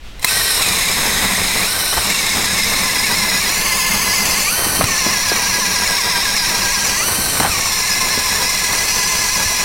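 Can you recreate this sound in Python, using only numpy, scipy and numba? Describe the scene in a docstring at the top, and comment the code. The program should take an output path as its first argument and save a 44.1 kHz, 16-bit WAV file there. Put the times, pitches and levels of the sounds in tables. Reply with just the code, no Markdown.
"""A gust of wind and small metal clacks come first, then a cordless drill surges up close by and augers into lake ice.
Its gear tones whine over a rattling housing, sag under load and jump whenever the blades slip.
Three times the auger is lifted and spins free. Grains of noise make scraping blades and wet slush;
decaying sines make thuds and chuck clacks, and filtered noise makes the wind."""
import sys
import numpy as np
from scipy import signal
from scipy.fft import rfft
from scipy.io import wavfile
from scipy.ndimage import uniform_filter1d, map_coordinates
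from numba import njit

SR = 44100
rng = np.random.default_rng(int(sys.argv[2]) if len(sys.argv) > 2 else 0)


def wav_out(sig):
    """Save sig, one row per channel (or a flat mono array), as 16-bit PCM at SR to the path in sys.argv[1]."""
    wavfile.write(sys.argv[1], SR, np.round(np.clip(np.atleast_2d(sig).T, -1, 1) * 32767).astype(np.int16))


N = 425124
T = np.arange(N) / SR
# the motor starts, then the shaft engages; free-running speed in motor turns per second
START_S, ENGAGE_S, FREE_HZ = 0.22, 0.268, 510.6


def undb(db):
    """Decibels to gain."""
    return 10 ** (np.asarray(db) / 20)


def unit(x):
    """Scale to rms 1."""
    return x / np.sqrt(np.mean(x ** 2))


def curves(table):
    """Each column of a table as a control over time."""
    s, *columns = np.transpose(table)
    return [np.interp(T, s, column) for column in columns]


def ramp(s, rise_s):
    """A smooth step from 0 to 1 around time s."""
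    return (1 + np.tanh((T - s) / (2 * rise_s))) / 2


def walk(rate):
    """Smooth chance of rms 1 that changes about rate times a second."""
    k = max(int(SR / rate), 1)
    smooth = uniform_filter1d(rng.standard_normal(N), k)
    return unit(uniform_filter1d(smooth, k))


def grains(rate, scatter_db):
    """Dense tiny impacts of uneven size, rate of them a second."""
    hits = rng.random(N) < rate / SR
    signs = np.sign(rng.standard_normal(N))
    sizes = undb(scatter_db * rng.standard_normal(N))
    return unit(hits * signs * sizes)


def shape(x, points):
    """Filter by an outline of (frequency [Hz], level [dB])."""
    hz, db = np.transpose(points)
    f = np.fft.rfftfreq(N, 1 / SR) + 1
    gain = undb(np.interp(np.log(f), np.log(hz), db))
    return np.fft.irfft(np.fft.rfft(x) * gain, N)


@njit
def band(x, hz, width):
    """State-variable band-pass whose centre may move."""
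    y, b, l = np.empty(len(x)), 0., 0.
    for i in range(len(x)):
        w = np.pi * hz[i] / SR
        g = np.tan(w)
        k = width / hz[i] * 2 * w / np.sin(2 * w)
        v = (b + g * (x[i] - l)) / (1 + g * (g + k))
        b, l, y[i] = 2 * v - b, l + 2 * g * v, k * v
    return y


def fixed_band(x, hz, width):
    """Band-pass with a centre that stays put."""
    return band(x, np.full(len(x), float(hz)), float(width))


# wind gusts: (time [s], rise [dB], half length [s])
WIND_GUSTS = [(0.077, 7.5, 0.13), (1.202, 3.5, 0.17), (2.7, 4, .22)]
# colour of the wind on the microphone: (frequency [Hz], relative level [dB])
WIND_COLOUR = [(15, -2), (48, -6), (80, -17.5), (140, -23), (300, -28.5), (1000, -33.5), (3400, -31),
               (4500, -37), (16000, -55)]


def wind(db=-36.0, buffet_db=2):
    """Low buffeting with a faint hiss, from shaped noise that swells in a few gusts."""
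    gust_db = sum(rise_db * np.exp(-((T - s) / half_s) ** 2) for s, rise_db, half_s in WIND_GUSTS)
    noise = unit(shape(rng.standard_normal(N), WIND_COLOUR))
    return noise * undb(db + gust_db + buffet_db * walk(21.0))


# slush and chips landing: (time [s], relative level [dB], centre [Hz], decay [s])
SPLATS = [(1.925, -19.5, 890, 0.0097), (1.967, -17.5, 804.6, 0.017), (4.662, -22, 194, 0.01),
          (4.79, -22.5, 191, 0.055), (4.808, -10, 786, 0.012), (5.06, -19, 370, 0.013),
          (5.314, -18, 420, 0.0095), (5.58, -24.5, 328, 0.011), (7.18, -22.5, 130, 0.014),
          (7.395, -21.5, 191, 0.054), (7.398, -10, 676, .007), (7.418, -18, 720, 0.026),
          (7.447, -15, 710, .018), (8.173, -20, 260, 0.0088)]


def slush(spread=1.77, attack_s=0.0029):
    """Slush lands as wet splats: short bursts of grains, each in a broad band."""
    out, spray = np.zeros(N), grains(rate=3200, scatter_db=3.0)
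    age = T[:SR // 7]
    envelope_rise = 1 - np.exp(-age / attack_s)
    for s, db, hz, decay_s in SPLATS:
        span = slice(int(s * SR), int(s * SR) + len(age))
        width = spread * hz
        splat = unit(fixed_band(fixed_band(spray[span], hz, width), hz, width))
        out[span] += undb(db) * 2 * splat * envelope_rise * np.exp(-age / decay_s)
    return out


# lumps thudding close to the microphone: (time [s], level [dB], frequency [Hz], decay [s])
LUMPS = [(1.976, -15, 60, 0.014), (4.839, -6, 116, 0.0086), (7.496, -12, 66.3, 0.011),
         (9.46, -17, 90.2, 0.012)]


def thuds():
    """Heavy lumps land as short low sines that die away."""
    out, age = np.zeros(N), T[:SR // 7]
    for s, db, hz, decay_s in LUMPS:
        start = int(s * SR)
        out[start:start + len(age)] += undb(db) * np.sin(2 * np.pi * hz * age) * np.exp(-age / decay_s)
    return out


# pushes into the ice: (blades bite [s], auger lifted [s], loaded speed [motor turns/s], time to sag [s],
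# first slip [s], time between slips [s], typical leap at a slip [motor turns/s], gearbox level [dB],
# vent level [dB], fifth gear order against sixth [dB], whine level [dB], scraping level [dB])
PUSHES = [(.54, 1.649, 321.6, .16, 1, .121, 36, -6, -3, -3, -1, -23),
          (1.985, 4.499, 342.2, .055, 2.19, .122, 29.97, -2, -3, -2, .5, -24.5),
          (4.83, 7.02, 324.3, .035, 4.991, .1242, 53.97, 2, -4, 1, 0, -25.5),
          (7.485, 9.8, 335.1, .036, 7.634, .1215, 23, 2, -2.5, -1, -0.9, -26)]


def per_push():
    """Loaded speed, gearbox, vents, order balance, whine, scraping: held in a push, gliding between."""
    pushes = np.array(PUSHES)
    edges_s = pushes[:, :2].ravel()
    columns = (pushes[:, 2], *pushes[:, 7:].T)
    return [np.interp(T, edges_s, np.repeat(column, 2)) for column in columns]


def blade_load(creep_share=0.2, creep_s=0.25, release_s=0.019):
    """Load on the motor, 0-1: it builds as the blades bite and drops when the auger is lifted."""
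    load = 0
    for bite_s, lift_s, _, sag_s, *_ in PUSHES:
        age = np.maximum(T - bite_s, 0)
        # the last share of the sag creeps in as the blades dig deeper
        grip = 1 - (1 - creep_share) * np.exp(-age / sag_s) - creep_share * np.exp(-age / creep_s)
        load = load + grip * (1 - ramp(lift_s, release_s))
    return np.clip(load, 0, 1)


def churn(load, cut_s, db=-36, hz=150, width_hz=170, full_after_s=3.8, patchy_db=4):
    """Lifted out of a deep hole, the spiral tumbles loose slush: low, lumpy, band-passed grains."""
    fill = np.minimum(cut_s / full_after_s, 1) * (1 - load) ** 2
    tumble = unit(fixed_band(grains(rate=500, scatter_db=1.5), hz, width_hz))
    return tumble * fill * undb(db + patchy_db * walk(30))


# colour of blades scraping ice: (frequency [Hz], relative level [dB])
SCRAPE_COLOUR = [(40, 2), (100, 3.5), (150, -3.5), (310, -5.5), (420, 0), (560, -1.5), (760, -0.5),
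                 (1100, 1.5), (1400, -3), (2000, -1.5), (3200, -14), (8000, -14)]


def blades(load, cut_s, boom_hz=190, boom_width_hz=40, boom_db=-29.5, fade_db_per_s=1.12,
           boom_lifted_db=-11.5, patchy_db=1.8, attack_s=0.018, shallow_db=-1.0, deep_db=2.5, deep_after_s=5.9):
    """Ice chips off in dense grains that boom in the auger's spiral, less with every second of cutting."""
    scrape_db = per_push()[-1]
    # the lifted auger scrapes a little less over a shallow hole but rubs the wall of a deep one
    lifted_db = np.interp(cut_s, [0, deep_after_s], [shallow_db, deep_db])
    scrape = unit(shape(grains(rate=2500, scatter_db=3), SCRAPE_COLOUR))
    scrape = scrape * undb(scrape_db + lifted_db * (1 - load))
    boom = unit(fixed_band(grains(rate=900, scatter_db=1), boom_hz, boom_width_hz))
    boom = boom * undb(boom_db - fade_db_per_s * cut_s + boom_lifted_db * (1 - load))
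    patches = undb(patchy_db * walk(26))
    return (scrape + boom) * patches * ramp(ENGAGE_S - attack_s, attack_s)


# the chuck takes up its slack: (time [s], relative level [dB])
CHUCK_HITS = [(.195, -26), (0.228, -18), (0.2455, 4), (4.841, -4.5), (7.4, -7)]
# what the struck chuck rings with: (frequency [Hz], relative level [dB], decay [s])
CHUCK_MODES = [(1025, -14.5, 0.011), (2080, -3.5, 0.0039), (4020, -3, .004), (5600, -8, .003),
               (7050, -21, 0.0017), (7400, -15, .003), (8600, -5, 0.0034), (11900, -10, 0.0024)]


def chuck(crack_db=-7, crack_s=0.0083, db=-2):
    """Slack metal clacks together: decaying modes under a short crack of noise."""
    out, age = np.zeros(N), T[:SR // 15]
    ring = 0
    for hz, mode_db, decay_s in CHUCK_MODES:
        ring = ring + undb(mode_db) * np.sin(2 * np.pi * hz * age) * np.exp(-age / decay_s)
    for s, hit_db in CHUCK_HITS:
        start = int(s * SR)
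        crack = undb(crack_db) * rng.standard_normal(len(age)) * np.exp(-age / crack_s)
        out[start:start + len(age)] += undb(db + hit_db) * (ring + crack)
    return out


def squeak(start_s=0.273, length_s=0.021, hz=2600, db=-13):
    """The drive squeaks briefly as it takes hold: one sine under a half-sine swell."""
    swell = np.sin(np.pi * np.clip((T - start_s) / length_s, 0, 1))
    return undb(db) * swell * np.sin(2 * np.pi * hz * T)


def motor_speed(load, loaded_hz, steady, idle_hz=410, rise_s=.008, fall_s=.019, uneven=.2,
                waver_hz=2.2, wobble_hz=14, free_waver_hz=6):
    """The motor sags under load, leaps as the blades slip, and wavers; also how freely it runs, 0-1."""
    hz = idle_hz + (FREE_HZ - idle_hz) * ramp(ENGAGE_S + fall_s, rise_s) - (FREE_HZ - loaded_hz) * load
    free = np.clip((hz - 370) / 135, 0, 1) ** 1.512
    for _, lift_s, _, _, first_s, turn_s, leap_hz, *_ in PUSHES:
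        slips = np.arange(first_s, lift_s, turn_s)  # once an auger turn
        for s, chance in zip(slips, rng.standard_normal(len(slips))):
            near = slice(int((s - .1) * SR), int((s + .2) * SR))
            age = T[near] - s
            side_s = np.where(age < 0, rise_s, fall_s)
            hz[near] += leap_hz * (1 + uneven * chance) * np.exp(-np.abs(age / side_s) ** 1.5)
    shake_hz = waver_hz + wobble_hz * (1 - steady) * (1 - free / 2)
    return hz + shake_hz * walk(64.94) + free_waver_hz * free * walk(14), free


# gear tones: (multiple of motor speed, relative level under load [dB],
# relative level running free [dB], roughness [0-1])
GEAR_TONES = [(2.49, -21.5, -30, 0.57), (2.994, -9, -13.5, 0.77), (3.65, -30, -17.5, 0.94),
              (4.973, -9, -46, 0.65), (6.01, -10, -13.5, 0.76), (7.46, -14, -24, 0.94),
              (10.01, -17.5, -26, 0.93), (11.89, -16, -14.5, 0.92), (14.91, -6.8, -30, 0.8),
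              (16.75, -12.5, -36, 1), (17.54, -19, -13.5, 0.97), (20.13, -13.5, -24, 1),
              (24.53, -19.5, -14, 0.98), (34.2, -25, -36, 0.7)]


def whine(turns, hz, free, steady, balance_db, smear_hz=80, loose_db=-3, hum_db=-6.0,
          shell_hz=2600, shell_width_hz=260, shell_db=5.0, flicker_db=0.23, buzz_db=4, chatter_db=9,
          settle_s=.5, dull_db=-2.5, case_hz=5150, case_width_hz=220, off_case_db=-9):
    """Gear teeth mesh at multiples of the motor speed; backlash smears each tone, steadiness firms it up."""
    loose = 1 - steady
    # the sixth order flares as it sweeps through a resonance of the shell
    flare_db = shell_db / (1 + ((6 * hz - shell_hz) / shell_width_hz) ** 2)
    # the fifteenth sings only near a resonance of the gear case
    sing_db = off_case_db * (1 - 1 / (1 + ((15 * hz - case_hz) / case_width_hz) ** 2))
    # level changes by nearest whole order, under load
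    load_extra_db = {3: hum_db * loose, 5: balance_db, 6: flare_db - 1.2 * balance_db,
                     12: buzz_db * loose, 15: sing_db}
    # running free, the fourth chatters just after the start; three others are dull until steadied
    free_extra_db = {4: chatter_db * np.exp(-(T / (ENGAGE_S + settle_s)) ** 4)}
    free_extra_db.update(dict.fromkeys((6, 12, 25), dull_db * loose))
    out = 0
    for multiple, load_db, free_db, rough in GEAR_TONES:
        order = round(multiple)
        rough = np.clip(rough, 0, 1)
        phase = 2 * np.pi * multiple * turns
        smear = smear_hz * (1 + rough * multiple / 10)
        in_phase = np.sqrt(2 - 2 * rough ** 2) + rough * walk(smear)
        tone = in_phase * np.sin(phase) + rough * walk(smear) * np.cos(phase)
        # the higher the order, the more it comes and goes in short squeals
        squeal = unit(undb(flicker_db * multiple * np.minimum(walk(32), 2)))
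        # loaded and free-running levels cross-fade as the motor speeds up
        loaded_db = load_db + load_extra_db.get(order, 0) + loose_db * loose
        lifted_db = free_db + free_extra_db.get(order, 0)
        out = out + tone * squeal * undb(loaded_db * (1 - free) + lifted_db * free)
    return out


# resonances of the drill: (centre [Hz], width [Hz], relative level under load [dB],
# relative level running free [dB], side [0 body, 1 gearbox, 2 vents])
HOUSING_MODES = [(2260, 1350, -8.5, -10, 0), (4030, 960, -8, -5.5, 0), (5396, 970, -6, -6, 1),
                 (6684, 450, -14, -23, 0), (7690, 1040, -10.5, -6.5, 2), (8860, 1160, -7.5, -1.5, 2),
                 (10290, 640, -12, -5.5, 2), (12140, 1000, -15, -6.5, 2), (12900, 6700, -11, -7.5, 2)]


def rattle(turns, free, shifts, gearbox_db, vent_db, throb=0.084):
    """Tooth impacts, bunched once a motor turn, ring the housing; tilting the drill shifts its colour."""
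    sides_db = [0, gearbox_db, vent_db]
    bunching = 1 + throb * np.sin(2 * np.pi * turns)
    out, power = 0, 0
    for hz, width_hz, load_db, free_db, side in HOUSING_MODES:
        side = round(side)
        centre, width = hz * shifts[side], float(width_hz)
        impacts = grains(rate=14000, scatter_db=-1.0) * bunching
        ring = unit(band(band(impacts, centre, width), centre, width))
        gain = undb(load_db * (1 - free) + free_db * free + sides_db[side])
        out, power = out + gain * ring, power + gain ** 2
    return out / np.sqrt(power)


def glance(x, shift, notch_hz=1560, share=0.18):
    """A second path around the drill's body cuts evenly spaced notches that move with the tilt."""
    late = map_coordinates(x, [np.arange(N) - SR / (notch_hz * shift)], order=3)
    return unit(x - share * late)


def jolts(rate=70, decay_s=0.034):
    """Random jolts throughout: sudden rises that die away, with the slow drift removed and rms 1."""
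    keep = np.exp(-1 / (decay_s * SR))
    kicks = signal.lfilter([1], [1, -keep], rng.random(N) < rate / SR)
    return unit(kicks - uniform_filter1d(kicks, SR // 22))


def effort(free, loaded_db=-19, free_db=-19, idle_db=-27.5, surge_db=5.5, surge_s=0.36,
           start_s=0.0057, engage_s=0.0034):
    """Gain of the drill: quiet until the shaft engages, then a surge that settles to an even level."""
    surge = surge_db * np.exp(-np.maximum(T - ENGAGE_S, 0) / surge_s)
    working = undb(loaded_db * (1 - free) + free_db * free + surge)
    engaged = ramp(ENGAGE_S, engage_s)
    return undb(idle_db) * ramp(START_S, start_s) * (1 - engaged) + working * engaged


# tilt of the drill in the hands shifts its resonances:
# (time [s], factor for body and gearbox [ratio], factor for the vents [ratio])
HAND_TILT = [(.3, 1.0, 0.99), (1.2, .95, 0.94), (1.9, 1.006, 1.02), (2.3, .95, 0.91), (3.5, 1.022, 1.06),
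             (3.75, 1.21, 1.21), (4.3, 1.14, 1.12), (5.0, 1.05, 1.04), (5.6, 1.056, 1.08),
             (6.15, 0.96, 0.99), (7.0, 1.11, 1.05), (7.4, 1.04, 0.98), (8.4, 1.02, 0.98), (9.0, 1.1, 1.03),
             (9.64, 1.054, 1.0)]


def drill(load, cut_s, steady_max=0.84, steady_after_s=2.0, rattle_db=0.3, jolt_db=0.83,
          free_gearbox_db=0, free_vent_db=-5.5, vent_rise_db=4):
    """Gear whine and housing rattle share one motor; running free, the vents brighten over a deep hole."""
    loaded_hz, gearbox_db, vent_db, balance_db, whine_db, _ = per_push()
    # the deepening hole steadies the auger, 0-1
    steady = np.clip(steady_max * (1 - np.exp(-(cut_s / steady_after_s) ** 2)), 0, 1)
    hz, free = motor_speed(load, loaded_hz, steady)
    turns = np.cumsum(hz) / SR
    shift, vent_shift = curves(HAND_TILT)
    gearbox_db = gearbox_db * (1 - free) + free_gearbox_db * free
    vent_db = vent_db * (1 - free) + (free_vent_db + vent_rise_db * steady) * free
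    housing = glance(rattle(turns, free, [shift, shift, vent_shift], gearbox_db, vent_db), shift)
    gears = undb(whine_db) * whine(turns, hz, free, steady, balance_db)
    return (gears + undb(rattle_db) * housing) * effort(free) * undb(jolt_db * jolts())


def scene(side_db=-44):
    """Open ice gives no echo; all sits in the middle, and a very faint noise-smeared copy parts left and right."""
    load = blade_load()
    cut_s = np.cumsum(load) / SR  # seconds spent cutting: the depth of the hole
    mid = wind() + slush() + thuds() + churn(load, cut_s) + blades(load, cut_s)
    mid = mid + chuck() + squeak() + drill(load, cut_s)
    smear = rng.standard_normal(SR // 30)
    smear = smear / np.linalg.norm(smear)
    # the smeared copy is added on the left and subtracted on the right
    side = undb(side_db) * signal.fftconvolve(mid, smear)[:N]
    return np.array([mid + side, mid - side])


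def record(dry, limit_db=-15.0, memory_s=0.033, top_hz=15900):
    """The level ducks after loud blows, peaks clip at full scale and the top treble is cut."""
    keep = np.exp(-1 / (memory_s * SR))
    power = signal.lfilter([1 - keep], [1, -keep], dry[0] ** 2)  # one running level steers both channels
    held = dry / np.maximum(np.sqrt(power) / undb(limit_db), 1)
    low_pass = signal.ellip(10, .2, 80, top_hz, fs=SR, output="sos")
    return signal.sosfilt(low_pass, np.clip(held, -1, 1))


dry = scene()
out = record(dry)
wav_out(out)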